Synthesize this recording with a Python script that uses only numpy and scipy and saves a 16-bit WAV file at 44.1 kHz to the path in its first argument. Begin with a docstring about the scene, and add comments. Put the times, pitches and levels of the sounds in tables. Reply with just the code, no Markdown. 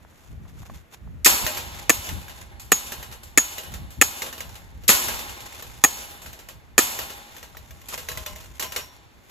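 """Hammering a steel stake beside a wire fence

Each blow excites the stake's modes, leaves a high ping and overloads the microphones. Some blows
shake the mesh into a buzz, and a wooded slope across the open valley returns an echo. Between blows
the wires tick against a steel tube and dry litter crackles; at the end metal scrapes and clanks.
Light wind rumbles on the two microphone ports."""
import sys
import numpy as np
from scipy import signal
from scipy.fft import rfft, irfft, next_fast_len
from scipy.io import wavfile

SR = 44100
rng = np.random.default_rng(int(sys.argv[2]) if len(sys.argv) > 2 else 0)


def output_pcm(signal):
    """Save a mono or channel-first signal as 16-bit PCM at the path in sys.argv[1].

    Samples are clipped to [-1, 1] before scaling.
    """
    pcm = np.clip(np.atleast_2d(signal).T, -1, 1) * 32767
    wavfile.write(sys.argv[1], SR, np.round(pcm).astype(np.int16))


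N = 410130
TIME = np.arange(N) / SR


def from_db(db):
    """Amplitude ratio of a level in decibels."""
    return 10 ** (np.asarray(db) / 20)


def unit_rms(x):
    """Normalisation to an rms of 1."""
    return x / np.sqrt(np.mean(x ** 2) + 1e-20)


def at_hz(points, hz):
    """Interpolation of a table on a logarithmic frequency axis."""
    frequencies, values = np.transpose(points)
    return np.interp(np.log(hz + 0.0013), np.log(frequencies), values)


def add(track, start_s, sound):
    """Superposition of a sound on a track from a given time."""
    i = max(round(start_s * SR), 0)
    track[..., i:i + sound.shape[-1]] += sound[..., :N - i]


def drift(per_s):
    """Random fluctuation of rms 1, linear between independent values."""
    return unit_rms(np.interp(TIME * per_s, np.arange(20000), rng.standard_normal(20000)))


def decay(t60, size=SR):
    """Exponential damping: 60 dB in t60 seconds."""
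    return from_db(-60 * TIME[:size] / max(t60, 1e-4))


def band(x, low_hz, high_hz):
    """Butterworth band-pass with gentle skirts."""
    sos = signal.butter(2, [low_hz, min(high_hz, .45 * SR)], "band", fs=SR, output="sos")
    return signal.sosfilt(sos, x + 1e-18)


# Resonances of the fence wires: (frequency [Hz], bandwidth [Hz], gain [dB])
WIRE_RESONANCES = [(231, 26, 8), (818, 25, 6.5), (915, 70, 6.5), (1030, 70, 7), (2160, 40, 5),
                   (2940, 12, 6), (3560, 220, 4), (4300, 140, 3), (7100, 400, 4), (11050, 170, 6),
                   (12550, 15, 7)]
# Likeness of diffuse sound at the two ports: (frequency [Hz], coherence [1])
COHERENCE = [(50, 0.2), (250, 0.32), (700, 0.32), (1800, 0.033), (3500, 0.33), (5200, 0.052), (6700, .9),
             (7700, 0.24), (8500, 1), (9700, 0.97), (10500, 0.27), (11800, 0.84), (12900, 0.93),
             (14000, 0.63), (15500, 1)]


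def noise(spectrum, wires=0, ripple_db=0, from_left=0, port_delay_s=.00026, direction_top_hz=6300):
    """A diffuse field plus a share that reaches the left port first; stereo, rms 1."""
    size = next_fast_len(N)
    hz = np.fft.rfftfreq(size, 1 / SR)
    peaks_db = sum(db / (1 + (2 * (hz - f) / width) ** 2) for f, width, db in WIRE_RESONANCES)
    ripple = np.interp(hz, np.linspace(0, SR / 2, 900), rng.standard_normal(900))   # many weak modes
    gain = from_db(at_hz(spectrum, hz) + wires * peaks_db + ripple_db * ripple)
    mid, side, far = rfft(rng.standard_normal((3, size))) * gain
    coherence = np.clip(at_hz(COHERENCE, hz), -1, 1)
    diffuse = np.sqrt(1 + coherence) * mid + np.sqrt(1 - coherence) * side * [[1], [-1]]
    lateral = np.array([far, far * np.exp(-2j * np.pi * hz * port_delay_s)])
    share = from_left * (hz < direction_top_hz)
    return unit_rms(irfft(np.sqrt(1 - share) * diffuse + np.sqrt(2 * share) * lateral)[:, :N])


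def detuned(modes, spread):
    """A body hit on another spot: its modal frequencies shift a little."""
    return [(hz * (1 + spread * rng.normal()), db, t60) for hz, db, t60 in modes]


def struck(modes, spread_db, size=SR):
    """Free vibration: a sum of damped sinusoids, each of random strength and sign."""
    strengths = from_db(rng.normal(0, spread_db, len(modes))) * rng.choice([-1, 1], len(modes))
    return sum(strength * from_db(db) * decay(t60, size) * np.sin(2 * np.pi * hz * TIME[:size])
               for strength, (hz, db, t60) in zip(strengths, modes))


def driven(modes, force, spread_db):
    """Forced vibration: each mode is convolved with the force, at the energy of one clean blow."""
    out, size = 0, force.shape[1]
    for mode in modes:
        impulse_response = struck([mode], spread_db, size)
        response = signal.fftconvolve(force, impulse_response[None])[:, :size]
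        out = out + unit_rms(response) * np.std(impulse_response)
    return out


# Hammer blows: (time [s], level [dB], relative ping [dB], relative knock [dB], bounce delay [s],
# relative bounce [dB], mesh shake [dB], lead of the graze [s])
BLOWS = [(1.2599, -10.5, -14.5, 6.5, .0055, -5, -10.5, 0.014),
         (1.8954, -8, -6.5, 6, 0.0062, 0.5, -23.5, 0.0016),
         (2.7191, -8.5, 1.5, 0, 0.0067, -7.5, -24.5, 0.003),
         (3.3754, -7, 1.5, -1.5, 0.0066, -2, -23.5, 0.00083),
         (4.0137, -6.5, -6.5, 2, .0075, -2.5, -22.5, .001), (4.891, -12, -8, 5.5, .009, -6, -10.5, 0.012),
         (5.839, -4.5, -3.5, 1, 0.0071, -2.5, -24, .001), (6.78, -6.5, -9.5, 0.5, 0.009, -4.5, -16, 0.0012)]
# Modes of stake and hammer, the hollow knock and the ping: (frequency [Hz], level [dB], T60 [s])
STAKE_MODES = [(705, -15, .018), (830, -20, .05), (1230, -7.5, .018), (1350, -11, .018), (1785, -1.5, .018),
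               (1950, -6.5, .015), (2330, -6, .012), (2520, -3, .014), (2950, -13, .01),
               (3350, -10.5, .012), (4250, -14, .01), (4950, -14, .01), (6720, -1, .022), (7020, -3, .018),
               (7550, -4, .012), (7950, -2, .012), (8450, -3, .01), (8950, -7, .01), (11450, -7, .012),
               (14100, -8, .012)]
KNOCK_MODES = [(215, -20.5, .022), (273, -19.5, .02), (355, -13.5, 0.022), (445, -12, .018),
               (537, -17.5, 0.018)]
PING_MODES = [(6682, -4, .16), (6991, -9, .085), (6690, -25, .4), (12450, -26, .1)]


def hammer(contact_s=.0039, last_touch_db=-16, chatter_db=-24.5, crack_db=-5, fizz_db=-11.5):
    """Impact excitation: the head lands and bounces twice; each contact cracks and rings the steel."""
    out, size = np.zeros((2, N)), SR // 3
    pulse = np.exp(-(TIME[:size] / contact_s) ** 4)
    pan_db = np.array([[1], [-1]])
    for s, db, ping_db, knock_db, bounce_s, bounce_db, *_ in BLOWS:
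        taps = np.zeros(size)
        landings = [0, round(bounce_s * SR), round(1.7 * bounce_s * SR)]
        taps[landings] = from_db([0, bounce_db, bounce_db + last_touch_db])
        contact = signal.fftconvolve(taps, pulse)[:size]
        grit = rng.standard_normal(size) + .42 * rng.standard_normal((2, size))   # centre plus width
        force = taps + from_db(chatter_db) * contact * grit
        knock = from_db(knock_db + pan_db) * driven(KNOCK_MODES, force, spread_db=1)
        body = from_db(6) * (driven(STAKE_MODES, force, spread_db=.5) + knock)
        ping = from_db(ping_db) * struck(detuned(PING_MODES, .002), .58, size)
        crack = from_db(crack_db) * band(grit * contact, 250, 16000)
        fizz = from_db(fizz_db) * band(grit * decay(.07, size), 5500, 21000)
        add(out, s, from_db(db) * (body + ping + crack + fizz))
    # the blows carry little below about 200 Hz
    return signal.sosfilt(signal.butter(4, 195, "high", fs=SR, output="sos"), out + 1e-18)


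# Tugs on the mesh by hand: (time [s], level [dB], T60 [s])
TUGS = [(2.597, -42, 1), (3.232, -44.5, 0.66), (3.905, -47, 1), (6.218, -44.5, 0.99), (7.886, -36.5, 1),
        (8.597, -31, 0.27), (8.762, -40, 0.26)]
# Spectrum of the buzz: (frequency [Hz], spectral level [dB])
MESH_SPECTRUM = [(100, -12), (220, -6), (400, -9), (950, -0.5), (1400, -2.5), (2000, -0.5), (3400, -2.5),
                 (5800, -3), (7400, 1), (9000, -1.5), (12000, -3), (13400, -1), (14400, -7.5),
                 (15500, -18.5)]


def mesh(buzz_db=-7.5, shake_t60=.93, burst_t60=.17, jangle_db=-14, jangle_t60=1.9):
    """Contact rattle: wire crossings buzz together, hard at first; the lower modes jangle on."""
    shaking, jangling, size = np.zeros(N), np.zeros(N), 2 * SR
    shakes = [(s, shake_db, shake_t60) for s, *_, shake_db, lead_s in BLOWS]
    for s, db, t60 in shakes + list(TUGS):
        add(shaking, s, from_db(db) * (from_db(buzz_db) * decay(t60, size) + decay(burst_t60, size)))
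        add(jangling, s, from_db(db + jangle_db) * decay(jangle_t60, size))
    buzz = noise(MESH_SPECTRUM, wires=.15, ripple_db=3.5, from_left=.51)
    roughness = from_db(.5 * drift(900) + .6 * drift(80))
    jangle = band(noise(SLOPE_SPECTRUM, wires=1, ripple_db=2.5, from_left=.65), 150, 4200)
    return buzz * roughness * shaking + jangle * jangling


def graze(rise_s=.0018):
    """Sliding contact: the head brushes the mesh just before it lands, in a thin bright rasp."""
    envelope = np.zeros(N)
    for s, *_, shake_db, lead_s in BLOWS:
        envelope += from_db(shake_db) * np.clip((TIME - s + lead_s) / rise_s, 0, 1) * (TIME < s)
    return band(noise(MESH_SPECTRUM), 2800, 15000) * envelope


# Notes of single wires: (frequency [Hz], level [dB], T60 [s])
WIRE_MODES = [(231, -56.5, 2.4), (818, -54, 2), (912, -56, 1.7), (1028, -56, 1.8), (1058, -54, 1.8),
              (1712, -59, 1.5), (2164, -56, 1.6), (2686, -60, 1.3), (2939, -51, 1.7), (3445, -58, 1.2),
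              (3601, -54, 1.5), (3715, -57, 1.3), (3950, -60, 1.2), (4285, -59, 1.2)]


def singing_wires(sing_db=2, db_per_shake_db=.35, split=.0016, twin_db=-6):
    """Beats: after a blow each wire swings in two planes at slightly different frequencies."""
    out = np.zeros((2, N))
    mean_db = np.mean([shake_db for *_, shake_db, lead_s in BLOWS])
    twins = [(hz * (1 + split), db + twin_db, t60) for hz, db, t60 in WIRE_MODES]
    for s, *_, shake_db, lead_s in BLOWS:
        first_plane = struck(WIRE_MODES, 1.1, 2 * SR)
        second_plane = np.array([struck(twins, 1.7, 2 * SR) for port in range(2)])
        gain = from_db(sing_db + db_per_shake_db * (shake_db - mean_db))
        add(out, s, gain * (first_plane + second_plane))
    return out


# Swings of the mesh, about 0.2 s after a blow: (time [s], level [dB], level of second swing [dB])
REBOUNDS = [(1.4653, -8.5, -21.5), (2.0898, -18, -56), (2.9204, -16.5, -22.5), (3.5818, -17.5, -50),
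            (4.2198, -13, -22.5), (5.084, -11, -21.5), (6.9897, -14.5, -27.5)]


def rebounds(second_swing_s=.1075, body_db=8, stray_loss_db=12.5, stray_body_db=-8):
    """Damped swinging: the mesh meets the tube twice, with two stray touches; rows as in TICKS."""
    touches = []
    for s, db, second_db in REBOUNDS:
        touches += [(s, db, body_db), (s + second_swing_s, second_db, body_db)]
        for late_s in rng.uniform(.0092, .29, 2):
            touches.append((s + late_s, db - stray_loss_db, stray_body_db))
    return touches


# Wires pushed against the tube: (time [s], level [dB], relative level of the tube's modes [dB])
TICKS = [(2.2822, -32, 15), (3.7389, -23.5, 9), (4.4054, -22.5, 12), (4.4917, -32, -3), (4.5541, -28, -14),
         (4.8357, -32.5, -13), (5.405, -24.5, -10), (5.5248, -34, 15), (5.6238, -23.5, 9), (5.972, -25, 2),
         (6.109, -28.5, -10), (6.2607, -24.5, 1), (6.33, -29.5, 10), (6.3904, -29.5, -11), (6.4872, -24, 5),
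         (7.365, -26.5, 5), (7.4288, -26.5, 8.5), (7.5695, -30, 12), (7.708, -34.5, 13.5),
         (7.8156, -37, 14), (7.948, -26, 6), (7.977, -18, 4), (8.087, -16, 10), (8.1165, -26.5, 16),
         (8.1733, -21, 14), (8.2619, -17.5, 10.5), (8.36, -30.5, 14.5), (8.408, -33, 5), (8.44, -42, 11),
         (8.596, -14.5, 6), (8.625, -15.5, 10), (8.7216, -21.5, 11), (8.762, -11, 5)]
# Modes of the steel tube and wires: (frequency [Hz], level [dB], T60 [s])
TUBE_MODES = [(630, -27, 0.41), (1016, -29.5, 0.7), (1780, -14.5, 0.046), (1910, -17, 0.029),
              (2140, -12.5, 0.023), (2900, -29.5, 0.14), (3730, -22, 0.063), (6130, -14.5, 0.03),
              (6495, -14.5, 0.032), (7320, -15.5, 0.041), (12600, -20.5, 0.059), (14000, -7.5, 0.043)]
# Spectrum of clicks and rubbing: (frequency [Hz], spectral level [dB])
CONTACT_SPECTRUM = [(150, -10), (400, -1), (1000, -0.5), (2100, 0), (3000, -2.5), (5200, -5), (7200, -3.5),
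                    (11000, -7), (13500, -8), (15500, -10)]


def ticks(click_db=-26.5, tail_db=-14.5, ring_db=-13.5, zing_db=-15.5):
    """Impact and dispersion: a wire clicks and rings the tube; a zing falls as slower waves arrive."""
    envelope, ringing, size = np.zeros(N), np.zeros(N), SR // 3
    zing_hz = 13250 + 2400 * np.exp(-TIME[:size] / .0035)
    zing = (decay(.03, size) + .2 * decay(.3, size)) * np.sin(2 * np.pi * np.cumsum(zing_hz) / SR)
    click = from_db(click_db) * decay(.022, size) + from_db(tail_db) * decay(.22, size)
    for s, db, body_db in list(TICKS) + rebounds():
        add(envelope, s, from_db(db) * click)
        touch_db = rng.normal(0, 2)   # every touch lands on another spot
        tube = from_db(ring_db + body_db) * struck(detuned(TUBE_MODES, .05), 3.4, size)
        add(ringing, s, from_db(db) * (tube + from_db(zing_db + touch_db) * zing))
    return noise(CONTACT_SPECTRUM, wires=.11, ripple_db=5) * envelope + ringing


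# Knocks on a loose steel piece: (time [s], level [dB], relative level of the low modes [dB])
CLANKS = [(8.087, -53, 7), (8.262, -50, 9), (8.625, -41, 1), (8.762, -38.5, -3)]
# Modes of that piece: (frequency [Hz], level [dB], T60 [s])
LOOSE_STEEL_MODES = [(802, -15, .9), (1028, -6, .6), (1046, -12, .5), (2062, -11, .45), (2191, -14, .6),
                     (2934, -4, .35), (3709, -18, .2), (5593, 0, .45), (5607, -7, .35), (13330, -15, .35)]


def clanks(low_below_hz=3000):
    """Free vibration: a loose steel piece is left ringing in its inharmonic modes."""
    out = np.zeros(N)
    for s, db, low_db in CLANKS:
        modes = [(hz, mode_db + low_db * (hz < low_below_hz), t60)
                 for hz, mode_db, t60 in LOOSE_STEEL_MODES]
        add(out, s, from_db(db) * struck(modes, spread_db=.36))
    return out


# Spectrum of the echo, shared by the mesh's jangle: (frequency [Hz], spectral level [dB])
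SLOPE_SPECTRUM = [(100, -32.5), (220, -8.5), (430, -1), (850, -0.5), (1400, -2.5), (2200, 0.5),
                  (4000, -2.5), (5200, -2.5), (7000, -0.5), (9500, -1), (13000, -14), (15500, -18)]
# Reverberation time of the slope: (frequency [Hz], T60 [s])
SLOPE_T60 = [(200, 2.6), (900, 1.95), (2500, 1.01), (7000, 0.6), (14000, 0.97)]


def slope_echo(echo_db=-31.5, delay_s=.15, near_db=-19.5, rise_s=.0063, flutter_db=3):
    """Scattering: near ground answers first, then the wooded slope on the left; bass lasts longest."""
    out, age = np.zeros((2, N)), TIME[:2 * SR]
    scatter = noise(SLOPE_SPECTRUM, wires=.8, ripple_db=2.5, from_left=.6)
    near = from_db(near_db) * (age < delay_s) * np.minimum(age / rise_s, 1)
    far = np.exp(-(np.minimum(age - delay_s, 0) / rise_s) ** 2)
    edges_hz = np.geomspace(100, 18000, 8)
    for low, high in zip(edges_hz, edges_hz[1:]):
        t60 = at_hz(SLOPE_T60, np.sqrt(low * high))
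        tail = np.maximum(near, far) * from_db(-60 * np.maximum(age - delay_s, 0) / t60)
        envelope = np.zeros(N)
        for s, *_ in BLOWS:
            add(envelope, s, tail)
        out += band(scatter, low, high) * envelope
    return from_db(echo_db + flutter_db * drift(40)) * out


def ping_echo(echo_db=-37.5, t60=.8, width_hz=45):
    """Narrow-band reverberation: scattered by the trees, the ping lingers as a wavering whistle."""
    envelope, hz = np.zeros(N), PING_MODES[0][0]
    for s, db, ping_db, *_ in BLOWS:
        add(envelope, s, from_db(db + ping_db + echo_db) * decay(t60))
    return envelope * unit_rms(band(rng.standard_normal(N), hz - width_hz / 2, hz + width_hz / 2))


def ground_thud(thud_db=-39.5, t60=.12):
    """Ground-borne vibration: each blow sends a soft thud through the soil."""
    envelope = np.zeros(N)
    for s, *_ in BLOWS:
        add(envelope, s, from_db(thud_db) * decay(t60))
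    return envelope * unit_rms(band(rng.standard_normal(N), 60, 190))


# Strokes of metal, cloth and dry grass: (time of peak [s], level [dB], swell time [s])
RUBS = [(.05, -62, 0.21), (.235, -55, 0.28), (.49, -56.5, 0.11), (.62, -54, 0.18), (.71, -50, 0.14),
        (.775, -48.5, 0.063), (0.941, -43, 0.031), (1.781, -41.5, 0.21), (2.39, -44.5, 0.15),
        (4.55, -50.5, 0.34), (5.58, -44, 0.99), (7.34, -49, 0.5), (7.941, -34, 0.069), (8.221, -45.5, 1),
        (8.75, -43, 0.34), (9.3, -53, 0.13)]


def rubbing(swell_db=21.5, release_share=.87, rustle_db=-73):
    """Friction: grainy noise swells and fades with each stroke, over a faint rustle."""
    envelope = from_db(rustle_db)
    for s, db, swell_s in RUBS:
        from_peak = np.maximum(s - TIME, (TIME - s) / release_share) / swell_s
        envelope = np.maximum(envelope, from_db(db - swell_db * from_peak) * (from_peak < 2))
    friction = noise(CONTACT_SPECTRUM, wires=.8, ripple_db=2.5)
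    grain = from_db(2.5 * drift(350) + 2.5 * drift(60))
    return friction * envelope * grain


# Snaps in the dry litter: (time [s], level [dB], T60 [s])
TWIGS = [(.049, -40, .012), (.126, -45, .014), (.452, -46.5, 0.11), (.58, -44, .02), (.619, -39, .015),
         (.631, -39, .018), (.655, -48, 0.1), (.698, -31, .018), (1.075, -41, .012), (7.548, -37, .03),
         (7.925, -38, .2)]


def twigs(gain_db=11):
    """Brittle fracture: dry litter snaps underfoot in short, dull bursts of noise."""
    snaps = np.zeros(N)
    for s, db, t60 in TWIGS:
        add(snaps, s, from_db(db + gain_db) * decay(t60) * rng.standard_normal(SR))
    return band(snaps, 510, 1290)


# Light breeze on the ports: (time [s], level [dB])
BREEZE = [(0, -58), (.2, -59), (.9, -59), (1.9, -45.5), (2.5, -47), (2.85, -52), (4.3, -47.5), (5.1, -45),
          (6.1, -50.5), (7.7, -51), (8.7, -48), (9.1, -62), (9.3, -57.5)]
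# Bell-shaped gusts: (time of peak [s], level [dB], standard deviation [s])
GUSTS = [(0.297, -41.5, 0.032), (0.404, -34.5, 0.032), (0.506, -40.5, 0.071), (0.616, -40.5, 0.019),
         (0.73, -43, 0.061), (1.082, -40, 0.063), (1.16, -39, 0.1), (1.333, -38, 0.033),
         (1.435, -33, 0.016), (1.745, -41, 0.037), (1.98, -41, 0.42), (2.127, -28.5, 0.041),
         (3.097, -41, 0.031), (3.79, -38, 0.098), (3.991, -29.5, 0.011), (4.49, -42.5, 0.1),
         (4.625, -42, 0.048), (4.767, -41, 0.16), (8.201, -43, 0.025), (8.456, -42, 0.069)]
# Spectrum of the wind's rumble: (frequency [Hz], spectral level [dB])
WIND_SPECTRUM = [(15, -8.5), (35, -2.5), (60, 7), (100, 0), (170, -12), (300, -26.5), (600, -35),
                 (2000, -69)]


def wind(rumble_db=1, lumps_db=3.2, eddy_db=-8, eddy_growth=1.47, reference_db=-41):
    """Turbulence: a lumpy rumble on the ports, with smaller eddies gaining in strong gusts."""
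    breeze = from_db(np.interp(TIME, *np.transpose(BREEZE)))
    gusts = [from_db(db) * np.exp(-((TIME - s) / sigma_s) ** 2 / 2) for s, db, sigma_s in GUSTS]
    level_db = 20 * np.log10(np.maximum(breeze, np.max(gusts, axis=0))) + lumps_db * drift(18)
    eddy_gain = from_db(reference_db + eddy_db + eddy_growth * (level_db - reference_db))
    eddies = eddy_gain * unit_rms(band(noise(WIND_SPECTRUM), 160, 380))
    rumble = band(from_db(level_db + rumble_db) * noise(WIND_SPECTRUM), 34, 4000)
    return rumble + eddies


# Spectrum of the valley's hush: (frequency [Hz], spectral level [dB])
AIR_SPECTRUM = [(25, -1.5), (70, 1.5), (200, 0), (400, -4.5), (900, -9), (2000, -11), (5000, -26),
                (8000, -25.5), (13000, -28.5), (15500, -26.5)]


def valley_air(level_db=-55.5):
    """Diffuse ambient noise: the steady hush of the open valley."""
    return from_db(level_db) * noise(AIR_SPECTRUM)


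def scene():
    """Superposition of all sources at the two ports."""
    blows = graze() + hammer() + ping_echo() + mesh() + singing_wires() + slope_echo()
    handling = ticks() + clanks() + twigs() + rubbing()
    return blows + handling + wind() + valley_air() + ground_thud()


def limiter(x, ceiling_db=13.5, release_db_per_s=297, attack_s=.00076):
    """Peak limiting: the gain dives under a peak and recovers within tens of milliseconds."""
    over_db = np.maximum(20 * np.log10(np.abs(x).max(axis=0) + 1e-9) - ceiling_db, 0)
    held_db = np.maximum.accumulate(over_db + release_db_per_s * TIME) - release_db_per_s * TIME
    pole = np.exp(-1 / (attack_s * SR))
    return x * from_db(-signal.lfilter([1 - pole], [1, -pole], held_db))


# Lag of the right port behind the left: (frequency [Hz], phase [rad])
PORT_LAG = [(0, 0), (6750, 0), (8450, 3.14), (9850, 3.14), (10700, 5.1), (11700, 6.28), (12900, 6.28),
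            (14700, 9.42)]


def record(dry, cutoff_hz=15700):
    """Phase shift and saturation: the right treble lags, blows are limited and clip, the top is cut."""
    size = next_fast_len(N + 2000)
    lag = np.interp(np.fft.rfftfreq(size, 1 / SR), *np.transpose(PORT_LAG))
    right = irfft(rfft(dry[1], size) * np.exp(-1j * lag), size)[:N]
    limited = limiter(np.array([dry[0], right]))
    clipped = limited / (1 + limited ** 8) ** .125
    return signal.sosfilt(signal.ellip(10, .2, 70, cutoff_hz, fs=SR, output="sos"), clipped)


dry = scene()
out = record(dry)
output_pcm(out)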